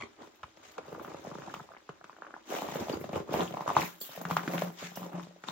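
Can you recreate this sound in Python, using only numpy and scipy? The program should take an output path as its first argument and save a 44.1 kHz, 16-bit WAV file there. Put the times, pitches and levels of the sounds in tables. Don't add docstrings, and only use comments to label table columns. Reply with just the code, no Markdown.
import sys
import numpy as np
from scipy import signal
from scipy.fft import rfft, irfft, next_fast_len
from scipy.io import wavfile
from scipy.ndimage import uniform_filter1d

SR = 44100
rng = np.random.default_rng(int(sys.argv[2]) if len(sys.argv) > 2 else 0)


def volts_from_db(level):
    exponent = np.asarray(level, float) / 20
    return 10 ** exponent


def wrap_up_sound(samples):
    columns = np.atleast_2d(samples).T
    tamed = np.clip(columns, -1, 1)
    steps = np.round(tamed * 32767).astype(np.int16)
    wavfile.write(sys.argv[1], SR, steps)


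N = 242991


def evened(x):
    return x / np.sqrt(np.mean(x ** 2) + 1e-20)


def read(points, hz):
    f, value = np.transpose(points)
    return np.interp(np.log(hz + 1), np.log(f + 1), value)


def add(mix, s, sound):
    part = mix[:, max(round(s * SR), 0):][:, :sound.shape[1]]
    part += sound[:, :part.shape[1]]


def any_phase():
    return 2 * np.pi * rng.random()


def either_side(width):
    return width * (rng.random() - 0.5)


# f/Hz, side minus mid level/dB
STEREO_WIDTH = [(60, -8), (150, -26), (380, -8), (950, 2.5), (2380, -3), (5980, 2.5), (15000, -1)]


def noise(spectrum, size):
    long = next_fast_len(size)
    hz = np.fft.rfftfreq(long, 1 / SR)
    mid, side = rfft(rng.standard_normal((2, long))) * volts_from_db(read(spectrum, hz)) * (hz < 15900)
    side = side * volts_from_db(read(STEREO_WIDTH, hz))
    pair = irfft(np.array([mid + side, mid - side]), long)[:, :size]
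    return pair / np.sqrt(np.mean(pair.mean(0) ** 2))


def snap(hz, cycles, lean, phase):
    spread = cycles / hz / 4
    t = np.arange(0, 7 * spread, 1 / SR) - 2.558 * spread
    bell = np.exp(-0.5 * (t / spread / np.where(t > 0, 1.4, 1)) ** 2)
    shift = lean * min(hz / 600, 1) * np.array([[1], [-1]])
    wave = bell * np.cos(2 * np.pi * hz * t + phase + shift)
    return wave - bell * wave.sum(axis=1, keepdims=True) / bell.sum()


def flutter(per_s, spread_db, t60):
    happens = rng.random(N) < per_s / SR
    size = volts_from_db(spread_db * np.minimum(rng.exponential(1, N), 4)) * happens
    power = signal.lfilter([1], [1, -volts_from_db(-120 / t60 / SR)], size ** 2)
    return evened(np.sqrt(power))


def control(rows, offset, rise_db, fall_db, rest_db):
    s, hold, db, extra_db = np.transpose(rows)[:, :, None]
    t = np.arange(0, N + 64, 64) / SR
    early = np.maximum(s - t, 0)
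    late = np.maximum(t - s - hold, 0)
    level_db = db + offset * extra_db - rise_db * early - fall_db * late
    power = (volts_from_db(level_db) ** 2).sum(0) + volts_from_db(rest_db) ** 2
    return np.interp(np.arange(N) / SR, t, np.sqrt(power))


def patchy(x, spread_db, size):
    z = signal.stft(x, nperseg=128)[2]
    field = uniform_filter1d(rng.standard_normal(z.shape[1:]), size=2, axis=0)
    field = uniform_filter1d(field, size=size, axis=1)
    out = signal.istft(z * volts_from_db(spread_db * evened(field)), nperseg=128)[1][:, :N]
    return out * np.sqrt(np.mean(x ** 2) / np.mean(out ** 2))


def grains(rows, cycles, trim_db, echo_db):
    out = np.zeros((2, N))
    for s, db, hz in rows:
        add(out, s, volts_from_db(db + trim_db) * snap(hz, cycles, either_side(2.35), any_phase()))
        for _ in range(3):
            after = snap(hz * 1.8 ** either_side(1), cycles, either_side(1.4), any_phase())
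            add(out, s + 0.008 * rng.random(), volts_from_db(db + echo_db) * after)
    return out


def rough_ring(turns, smooth):
    wobble = rng.standard_normal((2, 2, len(turns)))
    wobble = uniform_filter1d(uniform_filter1d(wobble, smooth), smooth)
    return evened(wobble[0] * np.cos(turns) + wobble[1] * np.sin(turns))


# f/Hz, level/dB per Hz
AIR_COLOUR = [(20, 8), (70, 8), (256, -22), (317, 17.5), (451, -3), (591, -13), (887, -14), (1230, 0),
              (4610, -8.5), (6560, -22), (8360, -41), (13600, -39), (16000, -34)]


def air():
    return volts_from_db(-70) * noise(AIR_COLOUR, N)


# f/Hz, T60/s
WALL_DECAY = [(150, 0.44), (600, 0.22), (2000, 0.18), (8000, 0.25)]


def walls(x):
    taps = np.zeros((2, SR // 2))
    at = np.arange(200, SR // 2 - 20, 20) + rng.integers(0, 20, (2, (SR // 2 - 201) // 20))
    np.put_along_axis(taps, at, rng.choice([-1., 1.], at.shape), 1)
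    hz, t, z = signal.stft(taps, SR, nperseg=256)
    tail = signal.istft(z * volts_from_db(-60 * t / read(WALL_DECAY, hz)[:, None]), SR, nperseg=256)[1]
    x = signal.lfilter(*signal.butter(2, 280, "high", fs=SR), x)
    return signal.fftconvolve(x.mean(0)[None], tail / np.linalg.norm(tail[0]), axes=1)[:, :N]


# f/Hz, level/dB per Hz
RUMBLE_COLOUR = [(25, -52), (70, 3), (98, 8.5), (119, -1), (140, 7.5), (180, -19), (310, -120)]
# t/s of full load, hold/s, crunch level/dB, heft level/dB re crunch
LOADS = [(0.0, 0.017, -44.5, -6.5), (0.2, 0.047, -49, -16.5), (0.44, 0.0082, -60, 2),
         (0.6, 0.14, -64.5, -7), (0.79, 0.16, -48, -18), (0.93, 0.27, -48.5, -10.5),
         (1.24, 0.33, -48.5, -12.5), (1.62, 0.088, -62.5, -9), (1.9, 0.024, -68, 1), (2.04, 0.19, -72, -9),
         (2.23, 0.16, -57.5, -27), (2.51, 0.13, -39.5, -39), (2.67, 0.12, -41.5, -17),
         (2.81, 0.0067, -37, -9), (2.9, 0.041, -37, -24), (3.0, 0.075, -52, 1.5), (3.15, 0.024, -34, -8.5),
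         (3.29, 0.063, -45, -27), (3.335, 0.091, -32, -8.5), (3.5, 0.15, -45.5, -24),
         (3.69, 0.018, -38.5, -15), (3.775, 0.026, -32, -13.5), (4.2, 0.058, -45.5, -30),
         (4.31, 0.007, -37.5, -13), (4.375, 0.31, -44, -26), (4.545, 0.0094, -34, -35),
         (4.97, 0.18, -48, -33), (5.16, 0.026, -41, -38), (5.49, 0.018, -47, -44)]


def weight():
    heft = control(LOADS, 1, rise_db=480, fall_db=220, rest_db=-99)
    return volts_from_db(-3.5) * heft * noise(RUMBLE_COLOUR, N)


# t/s, level/dB
SLAB_BLOWS = [(3.401, -35), (3.763, -35), (4.179, -44.5), (4.253, -35.5), (4.315, -31.5), (4.369, -35.5),
              (4.481, -31.5), (4.546, -31), (4.579, -34), (4.624, -29.5), (4.7, -46), (4.826, -39),
              (4.972, -38), (5.018, -37.5), (5.14, -32), (5.234, -42.5), (5.438, -58), (5.49, -48)]
# t/s, f/Hz
SLAB_PITCH = [(3.3, 175), (4.2, 173.5), (4.44, 173), (4.48, 176.5), (4.97, 177), (5.1, 175), (5.2, 176.5)]


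def slab():
    t60, choke_s, attack_s = 0.43, 0.013, 0.0051
    t, swing = np.arange(N) / SR, np.zeros(N, complex)
    for s, db in SLAB_BLOWS:
        at = round(s * SR)
        since = t[at:] - t[at]
        ring = volts_from_db(db - 60 * since / t60) * (1 - np.exp(-since / attack_s))
        swing[at:] = swing[at:] * np.exp(-since / choke_s) + ring * np.exp(1j * any_phase())
    drift = 1 + 0.004 * evened(uniform_filter1d(rng.standard_normal(N), 3000))
    swing *= volts_from_db(2.0 * evened(uniform_filter1d(rng.standard_normal(N), 600)))
    turns = np.cumsum(np.interp(t, *np.transpose(SLAB_PITCH)) * drift) / SR
    return (swing * np.exp(2j * np.pi * turns)).real * volts_from_db([[0.7], [-0.7]])


# t/s, peak level/dB, f/Hz
FALLING_CRUMBS = [(0.394, -55, 1200), (0.428, -48, 87), (0.775, -53, 106), (0.915, -53, 115),
                  (0.435, -29, 1270), (0.438, -40.5, 2600), (0.566, -49, 4700), (0.629, -49, 1300),
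                  (0.654, -48, 695), (0.783, -27.5, 564), (0.809, -45, 900), (0.881, -46, 4200),
                  (0.918, -39, 526), (0.979, -37, 484), (1.011, -36, 490), (1.078, -36, 1330),
                  (1.146, -36, 1110), (1.314, -33.5, 1170), (1.353, -34, 1100), (1.384, -37, 1310),
                  (1.438, -40, 895), (1.475, -33, 825), (1.498, -36, 1420), (1.541, -31, 2250),
                  (1.58, -51, 905), (1.594, -50.5, 105), (1.597, -31.5, 1150), (1.638, -46, 685),
                  (1.704, -44, 640), (1.766, -39, 1970), (1.803, -49, 1700), (1.892, -37.5, 546),
                  (1.936, -61, 3600), (2.012, -44, 1510), (2.94, -42.5, 87.6), (4.213, -35, 1270),
                  (4.434, -37, 1900), (4.478, -30, 1270), (4.48, -35, 3300), (4.547, -24, 890),
                  (4.826, -38, 1480), (4.957, -56, 2200), (4.971, -35.5, 1380)]


def crumbs():
    return grains(FALLING_CRUMBS, cycles=2.46, trim_db=-2.4, echo_db=-7.5)


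# t/s, peak level/dB, f/Hz
ICE_SPLINTERS = [(4.07, -54, 1610), (4.114, -48, 1120), (4.151, -41, 690), (4.957, -34, 5830),
                 (2.5032, -40.5, 3040), (2.538, -35, 2000), (2.5502, -34.5, 1940), (2.5645, -31, 2800),
                 (2.5864, -33.5, 2700), (2.7206, -38, 2010), (0.432, -41, 2980), (2.8963, -35, 3100),
                 (2.939, -46, 2770), (3.0124, -42, 2180), (3.0386, -44, 2140), (3.139, -37, 2480),
                 (3.1564, -35, 2800), (3.3483, -35, 3070), (3.3704, -33, 2030), (3.407, -26.5, 3400),
                 (4.393, -32, 1440), (3.477, -35, 3000), (3.5249, -38.5, 3080), (3.5396, -44, 2110),
                 (3.6067, -48, 2070), (3.6401, -53, 2240), (3.69, -36, 2010), (3.7519, -33, 2510),
                 (3.7784, -28.5, 3560), (3.7907, -30, 2210), (3.818, -26, 2300), (4.158, -46, 2620),
                 (4.384, -31, 1350), (4.287, -39, 5660), (4.3101, -40, 2540), (4.4793, -40, 1830),
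                 (4.5356, -29.5, 2120), (4.579, -33.5, 3420), (4.58, -27.5, 2630), (4.5994, -42, 2340)]


def splinters():
    return grains(ICE_SPLINTERS, cycles=3.66, trim_db=0.25, echo_db=-13)


# t/s, peak level/dB, f/Hz
LONE_GRAINS = [(4.476, -25, 290), (4.58, -38, 342), (1.172, -49, 510), (1.192, -47, 394), (1.22, -44, 385),
               (2.503, -34, 392), (2.55, -27.5, 1110), (2.565, -28.5, 603), (2.574, -27.5, 845),
               (2.586, -29, 740), (2.642, -36, 494), (2.79, -29, 530), (2.797, -35, 400),
               (2.807, -31.5, 347), (2.818, -31.5, 227), (2.87, -33, 690), (2.916, -31, 450),
               (2.935, -33, 364), (3.058, -51, 353), (3.141, -29, 510), (3.174, -34, 383),
               (3.311, -31, 334), (3.347, -23, 586), (3.358, -26, 597), (3.371, -28.5, 357),
               (3.396, -38, 535), (3.405, -22.5, 930), (3.415, -29, 450), (3.431, -46, 710),
               (3.545, -30, 820), (3.592, -30, 794), (3.622, -33, 1000), (3.66, -27.5, 620),
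               (3.666, -30, 1150), (3.692, -20.5, 1070), (3.711, -23.5, 703), (3.77, -16, 780),
               (3.776, -23, 960), (3.781, -37, 1040), (3.807, -31.5, 560), (4.346, -50, 1060),
               (4.503, -33, 620), (4.566, -31, 1290), (4.62, -21.5, 990), (4.918, -39, 781),
               (5.03, -32, 980), (5.042, -39, 900), (5.062, -38, 547), (5.096, -51, 745), (5.153, -39, 770),
               (5.176, -36.5, 670), (5.196, -35, 1240), (5.308, -46, 610), (5.361, -45, 580)]


def lone_grains():
    return grains(LONE_GRAINS, cycles=2.136, trim_db=0.5, echo_db=-15)


# t/s, level/dB
HEEL_CREAKS = [
    (0.002, -39),
    (0.01, -51),
    (0.0205, -38),
    (0.033, -36),
]


def creaks():
    out = np.zeros((2, N))
    for s, db in HEEL_CREAKS:
        for k in range(1, 5):
            add(out, s, volts_from_db(db - 4.1 * k) * snap(k * 1090, k * 5.7, 0, 0))
    return out


# t/s, level/dB, squeak f/Hz
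SOLE_DRAGS = [
    [(3.8, -47, 2267), (3.824, -43, 2236), (3.88, -33.5, 2270)],
    [(4.03, -48, 3320), (4.07, -50, 3390), (4.18, -53, 2570)],
    [(4.76, -61, 2367), (4.828, -47, 2270), (4.89, -41, 2185)],
]


def drags():
    out = np.zeros((2, N))
    for rows in SOLE_DRAGS:
        s, db, hz = np.transpose(rows)
        t = np.arange(s[0], s[-1], 1 / SR)
        turns = 2 * np.pi * np.cumsum(np.interp(t, s, hz)) / SR
        sing = rough_ring(turns, smooth=40) * signal.windows.tukey(len(t), 0.4)
        add(out, s[0], volts_from_db(np.interp(t, s, db) - 8.0) * sing)
    return out


# f/Hz, level/dB per Hz
GRIT_COLOUR = [(90, -29.5), (260, -3.5), (880, -4.5), (1350, -3), (2150, -4.5), (2950, -7), (3740, -7.5),
               (4350, -12), (6940, -10.5), (8460, -23.5), (10000, -26), (13000, -44), (22000, -120)]
# f/Hz, level/dB per Hz
ICE_COLOUR = [(3500, -30), (7200, -9), (8600, -14), (10500, -12), (12000, -2.5), (15600, .5)]
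# t/s, peak level/dB, ring f/Hz, fizz level/dB re peak, T60/s
SKIDDING_CHIPS = [(0.01, -44, 2270, -34, 0.035), (0.0216, -41, 2145, -43, 0.062),
                  (0.034, -58, 2220, -40, 0.15), (2.4937, -58, 2970, -17, .08),
                  (2.655, -64, 2940, -20, 0.092), (2.808, -53, 2220, -5, 0.12),
                  (2.9266, -48.5, 4680, -26, 0.093), (3.155, -47.5, 2780, -18, .05),
                  (3.331, -49, 2910, 0, 0.3), (3.476, -54, 2900, -36, .06), (4.004, -52.5, 7330, -24, 0.24),
                  (4.013, -45.5, 4450, 3, 0.13), (4.013, -53, 3330, 5.5, 0.21),
                  (4.2138, -51.5, 6640, -8, 0.024), (4.077, -63, 1730, -7, .1),
                  (4.367, -42, 2050, -9, 0.14), (4.959, -53.5, 2950, 9, 0.14),
                  (5.4852, -39.5, 3740, -18, 0.044)]


def chips():
    out, t = np.zeros((2, N)), np.arange(3000) / SR
    grit, ice = noise(GRIT_COLOUR, N), noise(ICE_COLOUR, N)
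    for s, db, hz, fizz_db, t60 in SKIDDING_CHIPS:
        ring = rough_ring(2 * np.pi * hz * t, smooth=80)
        start = int(s * 0.9 * SR)
        part = slice(start, start + len(t))
        scrape = (0.052 + 1.4 * np.exp(-t / 0.00032)) * grit[:, part]
        spit = 1.5 * ring + scrape + volts_from_db(fizz_db) * ice[:, part]
        add(out, s, volts_from_db(db - 1.5 - 60 * t / t60) * np.minimum(t / 0.00017, 1) * spit)
    return out


# t/s of full slip, hold/s, grit level/dB, ice hiss level/dB re grit
SOLE_SLIPS = [(0.0, 0.01, -58.5, -34), (0.23, 0.013, -65.5, -13), (0.64, 0.058, -59.5, -17.5),
              (0.85, 0.2, -64.5, -12), (1.1, 0.21, -61.5, -17), (1.35, 0.26, -60.5, -16.5),
              (2.51, 0.098, -47, -7), (2.67, 0.17, -51.5, -7.5), (2.9, 0.0029, -48, -7.5),
              (3.03, 0.039, -61.5, -11), (3.15, 0.0057, -53, -10.5), (3.335, 0.1, -48, -10),
              (3.5, 0.18, -61, -7), (3.69, 0.0028, -47, -11.5), (3.775, 0.052, -44, -9.5),
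              (3.84, 0.018, -55, 6.5), (4.035, 0.075, -57.5, 2), (4.12, 0.047, -54, -4.5),
              (4.31, 0.0059, -49, -2.5), (4.37, 0.15, -55, -4), (4.53, 0.005, -48, -5),
              (4.59, 0.023, -47, -4), (4.8, 0.047, -47, -13), (4.965, 0.071, -57, -4.5),
              (5.165, 0.08, -61, -32), (5.48, 0.021, -52, -21)]


def scuff():
    slips = flutter(420, 3.6, t60=0.02)
    grit = control(SOLE_SLIPS, 0, rise_db=396, fall_db=168, rest_db=-70)
    grit = grit * evened(1.4 + slips) * patchy(noise(GRIT_COLOUR, N), 2.6, size=12)
    ice = control(SOLE_SLIPS, 1, rise_db=400, fall_db=133, rest_db=-85.5)
    ice = ice * evened(0.24 + 0.5 * slips + flutter(58, 6.5, t60=0.097)) * noise(ICE_COLOUR, N)
    return volts_from_db(0.5) * grit + ice


# f/Hz, level/dB
CRUNCH_COLOUR = [(88, -37), (150, -20), (274, 0.5), (322, 6), (441, -8.5), (581, 1.5), (1190, -5.5),
                 (1600, -19.5), (3000, -21), (3900, -55), (6600, -120)]


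def crunch(count=24):
    out = np.zeros((2, N))
    clumps = evened(0.59 + flutter(70, 2.1, t60=0.035))
    for hz, lean in zip(np.geomspace(190, 3000, count), rng.uniform(-1.36, 1, count)):
        happens = rng.random(N) < 0.2 * hz * clumps / SR
        size = volts_from_db(2.3 * np.minimum(rng.exponential(1, N), 4)) * happens
        train = size * rng.choice([-1, 1], N)
        grain = volts_from_db(read(CRUNCH_COLOUR, hz)) * np.sqrt(hz) * snap(hz, 2.207, 0.86 * lean, 0)
        out += signal.oaconvolve(train[None], grain, axes=1)[:, :N]
    blur = 0.53 * clumps * noise(CRUNCH_COLOUR, N)
    load = control(LOADS, 0, rise_db=450, fall_db=305, rest_db=-66.5)
    return volts_from_db(-3.5) * load * (evened(out) + blur)


# t/s, peak level/dB, f/Hz
LIFT_BREAKS = [
    (0.011, -39.5, 1140),
    (0.032, -38.5, 350),
    (0.218, -40.5, 690),
    (0.237, -48, 322),
    (0.271, -46.5, 497),
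    (0.571, -45.5, 664),
]
# t/s, peak level/dB, f/Hz
ROLL_BREAKS = [
    (0.879, -37.5, 534),
    (0.925, -33.5, 433),
    (0.947, -34, 1260),
    (0.995, -33, 1160),
    (1.046, -31, 1200),
    (1.079, -39, 336),
    (1.116, -37, 1100),
    (1.143, -34.5, 560),
    (1.247, -36, 656),
]
# t/s, peak level/dB, f/Hz
LEAN_BREAKS = [
    (1.268, -32.5, 535),
    (1.313, -36, 533),
    (1.351, -37.5, 504),
    (1.383, -39, 544),
    (1.419, -37, 1370),
    (1.473, -33, 800),
    (1.496, -62, 780),
    (1.563, -35, 1090),
    (1.601, -36.5, 780),
    (1.89, -29.5, 1170),
]
# t/s, peak level/dB, f/Hz
TICK_BREAKS = [(1.688, -43, 1070), (1.717, -40.5, 1220), (1.735, -40, 1060), (1.747, -43, 1450),
               (1.765, -38.5, 900), (2.01, -41, 657), (2.094, -37.5, 1160), (2.128, -43.5, 1500),
               (2.164, -43, 1390), (2.184, -43.5, 710), (2.22, -29.5, 1300), (2.246, -37, 1310),
               (2.265, -36, 1300), (2.281, -56, 1200), (2.305, -39, 1280), (2.339, -31, 1420),
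               (2.363, -35, 884), (2.521, -26.5, 587), (2.538, -27, 493)]
# t/s, peak level/dB, f/Hz
SINK_BREAKS = [(2.618, -28, 765), (2.685, -28, 870), (2.72, -28, 770), (2.755, -24, 483),
               (2.882, -29.5, 735), (2.895, -23, 560), (2.969, -33, 493), (3.01, -36, 480),
               (3.04, -28.5, 650), (3.09, -28.5, 606), (3.129, -26.5, 640), (3.157, -24, 424),
               (3.199, -31, 437)]
# t/s, peak level/dB, f/Hz
STAMP_BREAKS = [(3.29, -31, 450), (3.322, -27, 585), (3.338, -19, 653), (3.506, -30, 650),
                (3.538, -25.5, 670), (3.569, -25, 1000), (3.606, -23.5, 920), (3.676, -18.5, 1045),
                (3.7, -19.5, 990), (3.765, -8, 987), (3.796, -23, 760), (3.831, -23, 910)]
# t/s, peak level/dB, f/Hz
SLAB_BREAKS = [(4.011, -41.5, 600), (4.09, -43.5, 610), (4.174, -32.5, 593), (4.212, -29.5, 740),
               (4.251, -23.5, 1360), (4.3, -23.5, 786), (4.309, -18, 1100), (4.366, -12, 1180),
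               (4.433, -29, 800), (4.546, -33, 594), (4.535, -33, 600), (4.619, -19, 610),
               (4.7, -38.5, 800)]
# t/s, peak level/dB, f/Hz
SETTLE_BREAKS = [
    (4.825, -33.5, 570),
    (4.971, -32.5, 653),
    (5.017, -37, 785),
    (5.13, -39, 1300),
    (5.267, -42, 580),
    (5.485, -27, 1010),
]
# t/s, peak level/dB, f/Hz
SNAP_BREAKS = [
    (0.431, -34, 1310),
    (0.78, -30, 1250),
    (1.539, -27, 1200),
    (2.041, -36.5, 1250),
    (4.476, -24, 1580),
    (4.579, -27, 1540),
    (5.437, -32.5, 1400),
]
# breaks, thud level/dB re peak, sharp edge level/dB re peak
STAGE_SOUND = [(LIFT_BREAKS, -21.5, -4), (ROLL_BREAKS, -15, -17), (LEAN_BREAKS, -9, -15),
               (TICK_BREAKS, -24.5, -41), (SINK_BREAKS, -8.5, -10), (STAMP_BREAKS, -10, -15),
               (SLAB_BREAKS, -14.5, -11), (SETTLE_BREAKS, -12.5, -10.5), (SNAP_BREAKS, -15, -7.5)]


def crack(db, hz, thud_db, edge_db, puffs):
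    stronger_db = db + 32
    octaves = np.log2(hz / 700)
    thud_db = thud_db - 0.38 * stronger_db - 5.5 * octaves
    edge_db = edge_db - 0.048 * stronger_db + 2 * octaves
    t = np.arange(2600) / SR
    one = np.zeros((2, len(t)))
    add(one, 0.001, snap(hz, 2.4, either_side(1.1), either_side(0.61)))
    body = snap(720 * (1100 / hz) ** 0.32, 1.274, either_side(1), any_phase())
    add(one, 0.002, volts_from_db(-5.0 - 0.087 * stronger_db) * body)
    edge_lean = either_side(1.5)
    for _ in range(4):
        click = snap(1500 + 2200 * rng.random(), 1.31, edge_lean, any_phase())
        add(one, 0.001268 + 0.0065 * rng.random(), volts_from_db(edge_db - 4.0) * click)
    for when, pitch, size, lean in rng.random((16, 4)):
        shard_hz = np.clip(hz * 4.0 ** (pitch - 0.4), 250, 3000)
        shard = snap(shard_hz, 2.01, 2.36 * (lean - 0.5), 2 * np.pi * size)
        shard_db = -8.5 - 10.5 * size - 18.0 * when - 0.26 * stronger_db
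        add(one, 0.001976 + 0.031 * when ** 1.7, volts_from_db(shard_db) * shard)
    add(one, 0.001, volts_from_db(thud_db) * snap(155 + 45 * rng.random(), 2.625, 0, any_phase()))
    add(one, 0.001, volts_from_db(thud_db + 1.0) * snap(260 + 90 * rng.random(), 1.62, 0, any_phase()))
    start = int(rng.random() * (N - len(t)))
    puff = np.minimum(t / 0.00078, 1) * puffs[:, start:start + len(t)]
    one += volts_from_db(edge_db - 13.5 - 60 * t / 0.053) * puff
    return volts_from_db(db) * one


def cracks():
    out = np.zeros((2, N))
    puffs = noise(GRIT_COLOUR, N) + 0.041 * noise(ICE_COLOUR, N)
    for rows, thud_db, edge_db in STAGE_SOUND:
        for s, db, hz in rows:
            add(out, s, crack(db, hz, thud_db, edge_db, puffs))
    return out


def scene():
    boots = splinters() + lone_grains() + creaks() + drags() + chips() + scuff() + crunch() + cracks()
    return air() + volts_from_db(-5.0) * walls(boots) + weight() + slab() + crumbs() + boots


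def band_limit(x):
    return signal.sosfilt(signal.butter(12, 16770, fs=SR, output="sos"), x)


# f/Hz, left minus right level/dB
PORT_BALANCE = [(60, -0.5), (180, 1), (550, -0.5), (1650, 1), (4970, 3), (15000, -1.0)]


def record(dry):
    hz = np.fft.rfftfreq(N, 1 / SR)
    ports = volts_from_db(read(PORT_BALANCE, hz) * np.array([[0.5], [-0.5]]))
    ports = ports * hz ** 2 / (hz ** 2 + 45 ** 2)
    ports = ports / (1 + (hz / 16000) ** 120)
    return band_limit(irfft(rfft(dry) * ports, N))


dry = scene()
out = record(dry)
wrap_up_sound(out)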